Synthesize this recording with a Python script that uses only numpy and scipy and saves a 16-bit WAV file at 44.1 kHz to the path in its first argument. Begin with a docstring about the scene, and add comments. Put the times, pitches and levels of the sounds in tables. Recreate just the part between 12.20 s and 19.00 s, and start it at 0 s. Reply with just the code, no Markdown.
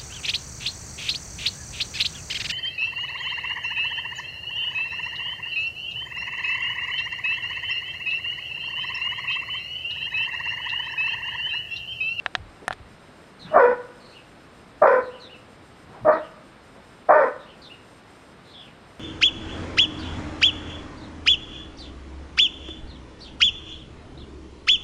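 """A large dog gives four single deep barks on a tiled terrace: rough fold pulses through throat, mouth and chest.
Tiles and house walls return distinct echoes of dog and bird, the garden a diffuse tail.
Before the barks a hand-held camera clicks (pushes on a ringing case) and rumbles (decaying low noise).
Soft scuffs are humps of noise; a small bird whistles gliding notes with a fluttering rasp.
Behind lie a soft hush and a faint treble hiss with the flicker of audio compression, both coloured noise."""
import sys
import numpy as np
from scipy import signal
from scipy.fft import rfft, irfft, next_fast_len
from scipy.io import wavfile
from scipy.ndimage import uniform_filter1d, minimum_filter1d, map_coordinates

SR = 44100
rng = np.random.default_rng(int(sys.argv[2]) if len(sys.argv) > 2 else 0)


def to_wav(sig):
    """Store sig (one row per channel, or 1-D mono) as 16-bit WAV at the path in sys.argv[1].

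    Samples outside -1..1 are clipped; the rate is SR.
    """
    pcm = np.clip(np.atleast_2d(sig), -1, 1) * 32767
    pcm = np.round(pcm).astype(np.int16)
    wavfile.write(sys.argv[1], SR, pcm.T)  # frames by channels


N = 299698


def amp(db):
    """Decibels to gain."""
    return 10 ** (np.asarray(db) / 20)


def unit(x):
    """x at rms 1."""
    return x / np.sqrt(np.mean(x ** 2) + 1e-20)


def steady(x, span_s=0.024):
    """x held near rms 1 from moment to moment."""
    power = np.abs(uniform_filter1d(x ** 2, int(span_s * SR)))
    return x / np.sqrt(power + 1e-12)


def along(points, hz):
    """(Hz, value) points read on a log frequency axis."""
    f, v = np.transpose(points)
    return np.interp(np.log(hz + 1), np.log(f + 1), v)


def hump(t, centre, width):
    """A bell curve of height 1, down to 1/e at one width."""
    return np.exp(-((t - centre) / width) ** 2)


def ramp(t, centre, width):
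    """A smooth step from 0 to 1."""
    return .5 + .5 * np.tanh((t - centre) / width)


def wobble(rate_hz, size):
    """A smooth random curve with rate_hz knots a second."""
    knots = rng.standard_normal(size + 4)
    return map_coordinates(knots, [np.arange(size) * rate_hz / SR], mode="mirror")


def coloured(x, spectrum):
    """x through a causal minimum-phase filter with the (Hz, dB) gains."""
    m = 2 * next_fast_len(len(x) // 2 + 4096)
    gains = amp(along(spectrum, np.fft.rfftfreq(m, 1 / SR)))
    # fold the cepstrum onto positive time
    cepstrum = irfft(np.log(gains))
    cepstrum[1:m // 2] *= 2
    cepstrum[m // 2 + 1:] = 0
    return irfft(rfft(x, m) * np.exp(rfft(cepstrum)))[:len(x)]


def noise(spectrum, size):
    """Coloured noise of rms 1."""
    return unit(coloured(rng.standard_normal(size), spectrum))


def add(track, start_s, x):
    """Mix x into the track from start_s."""
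    part = track[max(round(start_s * SR), 0):][:len(x)]
    part += x[:len(part)]


def dog():
    """Each bark starts as a rough woof, brightens as the jaw opens, slips in pitch and sags, the mouth fading."""
    # barks: attack_end_s, length_s, throat_db, attack_s, rise_db (over the attack), throat_sag_db, start_hz,
    # end_hz, slip_at_s, roughness (0-1), period_doubling (0-1), jaw_gape (0-1), mouth_db, chest_db
    bark_rows = [(1.353, 0.17, -13.5, .046, 31.5, 11, 613.5, 490, .04, .32, 0.1, .98, -14.5, -30.5),
                 (2.621, 0.18, -12.5, .008, 34, 11.5, 605.8, 503.4, .03, 0.4, 0.26, 0.8, -15.5, -32.5),
                 (3.875, 0.095, -14.5, 0.028, 11, 18, 602.8, 621.3, 0.0377, 0.32, 0.28, 0.74, -18, -29),
                 (4.892, 0.19, -14, .01, 38, 13.5, 608.3, 514, .125, .42, 0.6, 0.72, -15, -33.5)]
    release_s, release_db = .04, 23.5
    pitch_slide_s = .01
    onset_rough, closing_rough = 0.63, .12  # before the jaw opens; added as the bark runs out
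    woof_db, woof_at_s, woof_width_s = 2.5, 0.012, 0.0058  # the first push of air
    jaw_at_s, jaw_open_s = .043, 0.012
    # as the jaw snaps open the mouth flares and the throat gives way
    flare_mouth_db, flare_throat_db, flare_width_s = 1, -5, 0.014
    mouth_shut_db, mouth_open_s, mouth_sag_db = -7.5, 0.011, 13.5
    # the dip's place and width are shares of the bark's length
    chest_dip_db, chest_dip_at, chest_dip_width, chest_sag_db = 11.5, 0.39, 0.23, 9.5
    out = np.zeros(N)
    for (s, length_s, throat_db, attack_s, rise_db, sag_db, start_hz, end_hz, slip_at_s,
         rough, doubling, gape, mouth_db, chest_db) in bark_rows:
        t = np.arange(-attack_s, length_s + release_s, 1 / SR)
        progress = np.clip(t / length_s, 0, 1)
        opening = ramp(t, jaw_at_s, jaw_open_s)
        flare = hump(t, jaw_at_s, flare_width_s)
        hz = start_hz + (end_hz - start_hz) * ramp(t, slip_at_s, pitch_slide_s)
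        roughness = onset_rough + (rough - onset_rough) * opening + closing_rough * progress ** 2
        throat, mouth, chest = voice(hz, roughness, doubling, gape * opening)

        woof = woof_db * hump(t, woof_at_s, woof_width_s)
        throat = throat * amp(throat_db + woof + flare_throat_db * flare - sag_db * progress ** 2)
        late = mouth_shut_db * np.exp(-np.maximum(t, 0) / mouth_open_s)
        mouth = mouth * amp(mouth_db + late + flare_mouth_db * flare - mouth_sag_db * progress)
        dip = chest_dip_db * hump(progress, chest_dip_at, chest_dip_width)
        chest = chest * amp(chest_db - dip - chest_sag_db * progress)

        corners_s = [-attack_s, 0, length_s, length_s + release_s]
        gate = amp(np.interp(t, corners_s, [-rise_db, 0, 0, -release_db]))
        gate = gate * signal.windows.tukey(len(t), .03)
        add(out, s - attack_s, gate * (throat + mouth + chest))
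    return out


def voice(hz, rough, doubling, jaw, woof_air=0.53, throat_air=0.2, mouth_air=1.0, chest_air=1.0, flutter_db=4.75):
    """The folds heard through throat, mouth and chest; the throat flutters more as the jaw opens."""
    # resonances, jaw nearly shut and wide open: freq_hz, gain_db
    throat_shut = [(200, -34), (350, -16.5), (470, -0.5), (580, -2.5), (660, 6), (750, 2.5), (950, -16),
                   (1500, -77)]
    throat_open = [(200, -57.5), (330, -30.5), (420, 0), (490, 4), (580, 2), (720, -20), (950, -19),
                   (1500, -82)]
    # upper resonances that the mouth lets out, likewise: freq_hz, gain_db
    mouth_shut = [(500, -43.5), (760, -11.5), (890, 4.5), (1020, 2), (1190, 6.5), (1400, -1), (1780, -5.5),
                  (2080, -22.5), (2350, -18.5), (2750, -60.5), (5000, -52), (9000, -80)]
    mouth_open = [(500, -61), (760, -5.5), (980, 5), (1120, -9), (1330, -0.5), (1490, 1), (1640, -13),
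                  (1760, 1), (1980, -7.5), (2120, -18.5), (2400, -12.5), (2750, -33.5), (3150, -36),
                  (3420, -31.5), (3900, -44.5), (5300, -38.5), (6500, -56.5), (9000, -69.5)]
    # the chest's low growl: freq_hz, gain_db
    chest_gains = [(50, -20.5), (130, -13), (230, -1.5), (320, 5), (400, -3), (600, -60.5)]
    pulses, rush = folds(hz, rough, doubling)
    flutter = amp(flutter_db * jaw * wobble(98, len(hz)))
    throat_source = pulses + (woof_air + throat_air * jaw) * rush
    throat = flutter * tract(throat_source, throat_shut, throat_open, jaw)
    mouth = tract(pulses + mouth_air * rush, mouth_shut, mouth_open, jaw)
    chest = steady(coloured(pulses + chest_air * rush, chest_gains))
    return throat, mouth, chest


def folds(hz, rough, doubling, jitter=0.044, shimmer_db=2, tilt_db=-2.0, rasp_db=3):
    """Vocal fold pulses, uneven from one to the next by doubling, and air rushing in puffs every second cycle."""
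    size, rough = len(hz), np.clip(rough, 0, 1)
    jittered_hz = hz * (1 + jitter * np.sqrt(rough) * wobble(202.2, size))
    phase = 2 * np.pi * np.cumsum(jittered_hz) / SR
    orders = np.arange(1, 33)[:, None] / 2
    # period doubling puts lines halfway between the harmonics; tilt_db is per octave
    sizes = np.where(orders % 1, doubling, 1) * amp(tilt_db * np.log2(orders))
    pulses = (sizes * np.cos(orders * phase)).sum(0) * amp(shimmer_db * wobble(154, size))
    puffs = unit((1 + 0.41 * np.cos(phase / 2)) * amp(rasp_db * wobble(300.5, size)))
    # per harmonic spacing the rush is as strong as one harmonic
    rush = rng.standard_normal(size) * np.sqrt(SR / 4 / hz) * puffs
    return np.sqrt(1 - rough) * pulses, np.sqrt(rough) * rush


def tract(source, shut, wide, jaw):
    """The source through resonances that shift as the jaw opens, in three cross-faded steps."""
    hz = np.geomspace(50, 12000, 200)
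    mixed = 0
    for step in (0, .5, 1):
        gains_db = (1 - step) * along(shut, hz) + step * along(wide, hz)
        share = np.maximum(1 - 2 * np.abs(np.clip(jaw, 0, 1) - step), 0)
        mixed = mixed + share * coloured(source, np.column_stack([hz, gains_db]))
    return steady(mixed)


def walls(x):
    """Tiles and house walls return a few distinct copies, added to the direct sound."""
    # echoes: delay_s, level_db
    echoes = [(.0052, -14.5), (.0127, -7), (.0231, -16), (.041, -13.5), (.092, -18.5), (.155, -32)]
    out = x.copy()
    for delay_s, db in echoes:
        add(out, delay_s, amp(db) * x)
    return out


def garden(x, delay_s=.012):
    """A diffuse tail in which each frequency dies at its own speed."""
    # decay: freq_hz, t60_s
    decay_points = [(150, .4), (380, 0.81), (500, 0.96), (700, 0.61), (1500, 0.92), (4000, 0.17),
                    (10000, 0.33)]
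    hz, t, z = signal.stft(rng.standard_normal(SR), SR, nperseg=256)
    decay = amp(-60 * t / along(decay_points, hz)[:, None])
    tail = signal.istft(z * decay, SR, nperseg=256)[1]
    delayed = np.pad(x, (int(delay_s * SR), 0))
    return signal.fftconvolve(delayed, tail / np.linalg.norm(tail))[:N]


def clicks(rattle=0.039, rattle_t60_s=.024, crack_t60_s=0.011, crack_gain=0.56):
    """Each contact is one sharp push on the plastic case, which rattles and rings; a low cut-off dulls it."""
    # contacts: start_s, level_db, contact_cutoff_hz, crack_db (before crack_gain, relative to level_db)
    contacts = [(0.062, -5.5, 2360, -39), (0.1521, -3.5, 4170, -41), (0.4803, -7, 1210, -12),
                (0.508, -12, 1070, -35.5), (.518, -27, 2600, -19.5), (0.5243, -28, 2000, -28),
                (0.5279, -17.5, 4500, -18), (0.527, -24, 5000, -17), (.5336, -31, 2600, -8)]
    # the case's response: freq_hz, gain_db
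    case_gains = [(100, -20.5), (500, -14), (750, 4), (900, -4), (1400, 0), (1780, 7), (2150, -6.5),
                  (2500, -1.5), (3200, -0.5), (3800, 0.5), (4700, -10), (7000, -13), (9000, -26),
                  (12500, -32.5)]
    # the case's ringing modes: freq_hz, level_db (relative to the snap's peak), t60_s
    case_modes = [(750, -27, 0.063), (1400, -24, 0.032), (3840, -25, 0.017)]
    # the high crack's relative spectrum: freq_hz, level_db (per Hz)
    crack_spectrum = [(1500, -34.5), (4000, 1.5), (6000, -2.5), (8000, -6), (10000, -2.5), (11000, -11),
                      (12800, -24.5)]
    out, t = np.zeros(N), np.arange(SR // 10) / SR
    for s, db, contact_hz, crack_db in contacts:
        push = (t == 0) + rattle * rng.standard_normal(len(t)) * amp(-60 * t / rattle_t60_s)
        b, a = signal.butter(2, min(contact_hz, SR / 3), fs=SR)
        snap = signal.lfilter(b, a, coloured(push, case_gains))
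        snap = snap / np.abs(snap).max()
        ring = sum(amp(mode_db - 60 * t / t60_s) * np.sin(2 * np.pi * hz * t) for hz, mode_db, t60_s in case_modes)
        crack = crack_gain * amp(crack_db - 60 * t / crack_t60_s) * noise(crack_spectrum, len(t))
        add(out, s, amp(db) * (snap + ring + crack))
    return out


def handling(rise_s=.012):
    """Each shift of the hand makes the camera's body rumble and settle: low noise that decays."""
    # shifts: start_s, level_db, t60_s
    shifts = [(0.17, -35, 0.41), (0.484, -40.5, 0.31), (0.59, -44, 0.43), (0.706, -50, 0.26)]
    # relative spectrum: freq_hz, level_db (per Hz)
    rumble_spectrum = [(20, -8), (55, 3.5), (100, 0), (180, -13), (500, -69)]
    out, t = np.zeros(N), np.arange(SR // 2) / SR
    for s, db, t60_s in shifts:
        envelope = np.minimum(t / rise_s, 1) * amp(db - 60 * t / t60_s)
        add(out, s, envelope * noise(rumble_spectrum, len(t)))
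    return out


def scuffs(skirt_db=-17):
    """Brief soft rubs of paws and fur, each noise in a broad hump around its own frequency."""
    # rubs: centre_s, half_length_s, level_db, centre_hz
    rubs = [(0.433, 0.016, -43, 428), (1.277, 0.059, -43, 175.6), (1.287, 0.03, -46.5, 1423),
            (3.691, 0.054, -51, 129.7), (3.763, 0.055, -45, 750), (3.842, 0.032, -38, 145),
            (4.58, 0.026, -49.5, 590)]
    out = np.zeros(N)
    for s, half_s, db, hz in rubs:
        t = np.arange(-2 * half_s, 2 * half_s, 1 / SR)
        spectrum = [(hz / 4, skirt_db), (hz, 0), (hz * 2.46, skirt_db), (min(hz * 12, SR / 2), -55)]
        add(out, s + t[0], amp(db) * hump(t, 0, half_s) * noise(spectrum, len(t)))
    return out


def bird(swell_power=0.25, tremble_db=2.0, rasp_hz=280, partials_db=-21.5):
    """High, mostly falling slurs and lower arched notes; a fast pitch flutter makes some notes raspy."""
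    # notes: start_s, length_s, pitch_hz, fall_octaves, level_db, rasp (0-1)
    slurs = [(1.194, .075, 3875, .3, -48.5, 0.6), (1.8, 0.159, 4220, .04, -57.5, 0.83),
             (2.82, 0.08, 4050, .12, -59, .8), (2.998, 0.082, 3880, 0.3, -47.5, 0.5),
             (3.915, .095, 3905, 0.31, -56.5, 1), (5.19, .064, 3670, 0.11, -59, 0.66),
             (5.417, .069, 3910, 0.43, -48.5, 0.9), (6.248, 0.095, 3910, -0.15, -56.5, 1),
             (6.336, .09, 3440, 0.04, -45, 0.5)]
    arches = [(1.283, .046, 2960, 0, -51, 0), (1.926, 0.079, 2886, 0.071, -52, 0.47),
              (2.9, 0.094, 2990, .06, -53.5, 0.53), (3.093, .062, 2935, 0.02, -49, 0.22),
              (4.007, 0.078, 2970, 0, -54.5, .5), (5.253, .092, 3010, .04, -54.5, 0.67),
              (5.497, 0.054, 2907, 0.038, -46.5, 0.2), (6.398, 0.097, 3010, 0.32, -53.5, 0.77)]
    out = np.zeros(N)
    # bow: octaves by which a note's ends lie above its middle
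    for notes, bow_octaves in ((slurs, .03), (arches, -0.25)):
        for s, length_s, pitch_hz, fall, db, rasp in notes:
            u = np.linspace(-1, 1, int(length_s * SR))
            glide_hz = pitch_hz * 2 ** (bow_octaves * u ** 2 - fall * u / 2)
            hz = glide_hz + rasp * rasp_hz * wobble(900, len(u))
            phase = 2 * np.pi * np.cumsum(hz) / SR
            # weak partials at half and one and a half times the whistle
            partials = np.sin(phase / 2) + np.sin(phase + phase / 2)
            whistle = np.sin(phase) + amp(partials_db) * partials
            swell = np.abs(np.cos(np.pi * u / 2)) ** swell_power * amp(tremble_db * wobble(130, len(u)))
            add(out, s, amp(db) * swell * np.sqrt(2) * whistle)
    return out


def hush(level_db=-49):
    """A soft outdoor hush: steady noise, weak in the treble."""
    # relative spectrum: freq_hz, level_db (per Hz)
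    air_spectrum = [(15, -34.5), (25, -10.5), (55, -2.5), (152, -0.5), (240, -1), (325, -2.5), (378, -3.5),
                    (431, -4), (941, -8), (1330, -8.5), (2980, -17), (3180, -18.5), (3870, -19),
                    (4500, -23), (5850, -35.5), (9900, -120)]
    return amp(level_db) * noise(air_spectrum, N)


def hiss(level_db=-66.5, coder_flicker_db=2.5):
    """A faint treble hiss with the flicker of audio compression: noise whose level varies at random."""
    # relative spectrum: freq_hz, level_db (per Hz)
    hiss_spectrum = [(3500, -17.5), (4600, -10), (5100, 4.5), (5400, -3.5), (6200, -5), (7100, -7),
                     (7550, 0), (7900, -10), (8550, 2), (9100, -6.5), (10000, -12.5), (10600, -17.5),
                     (12200, -13), (12800, -19)]
    flicker = np.tanh(wobble(18, N))
    return amp(level_db + coder_flicker_db * flicker) * noise(hiss_spectrum, N)


def scene():
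    """Dog and bird sound through the terrace; all else stays dry."""
    barks, song = dog(), bird()
    tail = garden(amp(-20.0) * barks + amp(-7) * song)
    terrace = walls(barks + song) + tail
    return (terrace + clicks() + handling() + scuffs() + hush() + hiss())[None]


def limiter(x, ceiling_db=-1.7, hold_s=.008):
    """Gain turned down smoothly just around any peaks above the ceiling."""
    hold = int(hold_s * SR)
    needed = np.minimum(1, amp(ceiling_db) / (np.abs(x) + 1e-9))
    held = minimum_filter1d(needed, 2 * hold)
    return x * uniform_filter1d(uniform_filter1d(held, hold), hold)


def record(dry, top_hz=12800):
    """The camera holds down the peaks and keeps nothing above its band limit."""
    m = next_fast_len(N + SR // 2)
    band = np.fft.rfftfreq(m, 1 / SR) < top_hz
    return irfft(rfft(limiter(dry), m) * band, m)[..., :N]


dry = scene()
out = record(dry)
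to_wav(out)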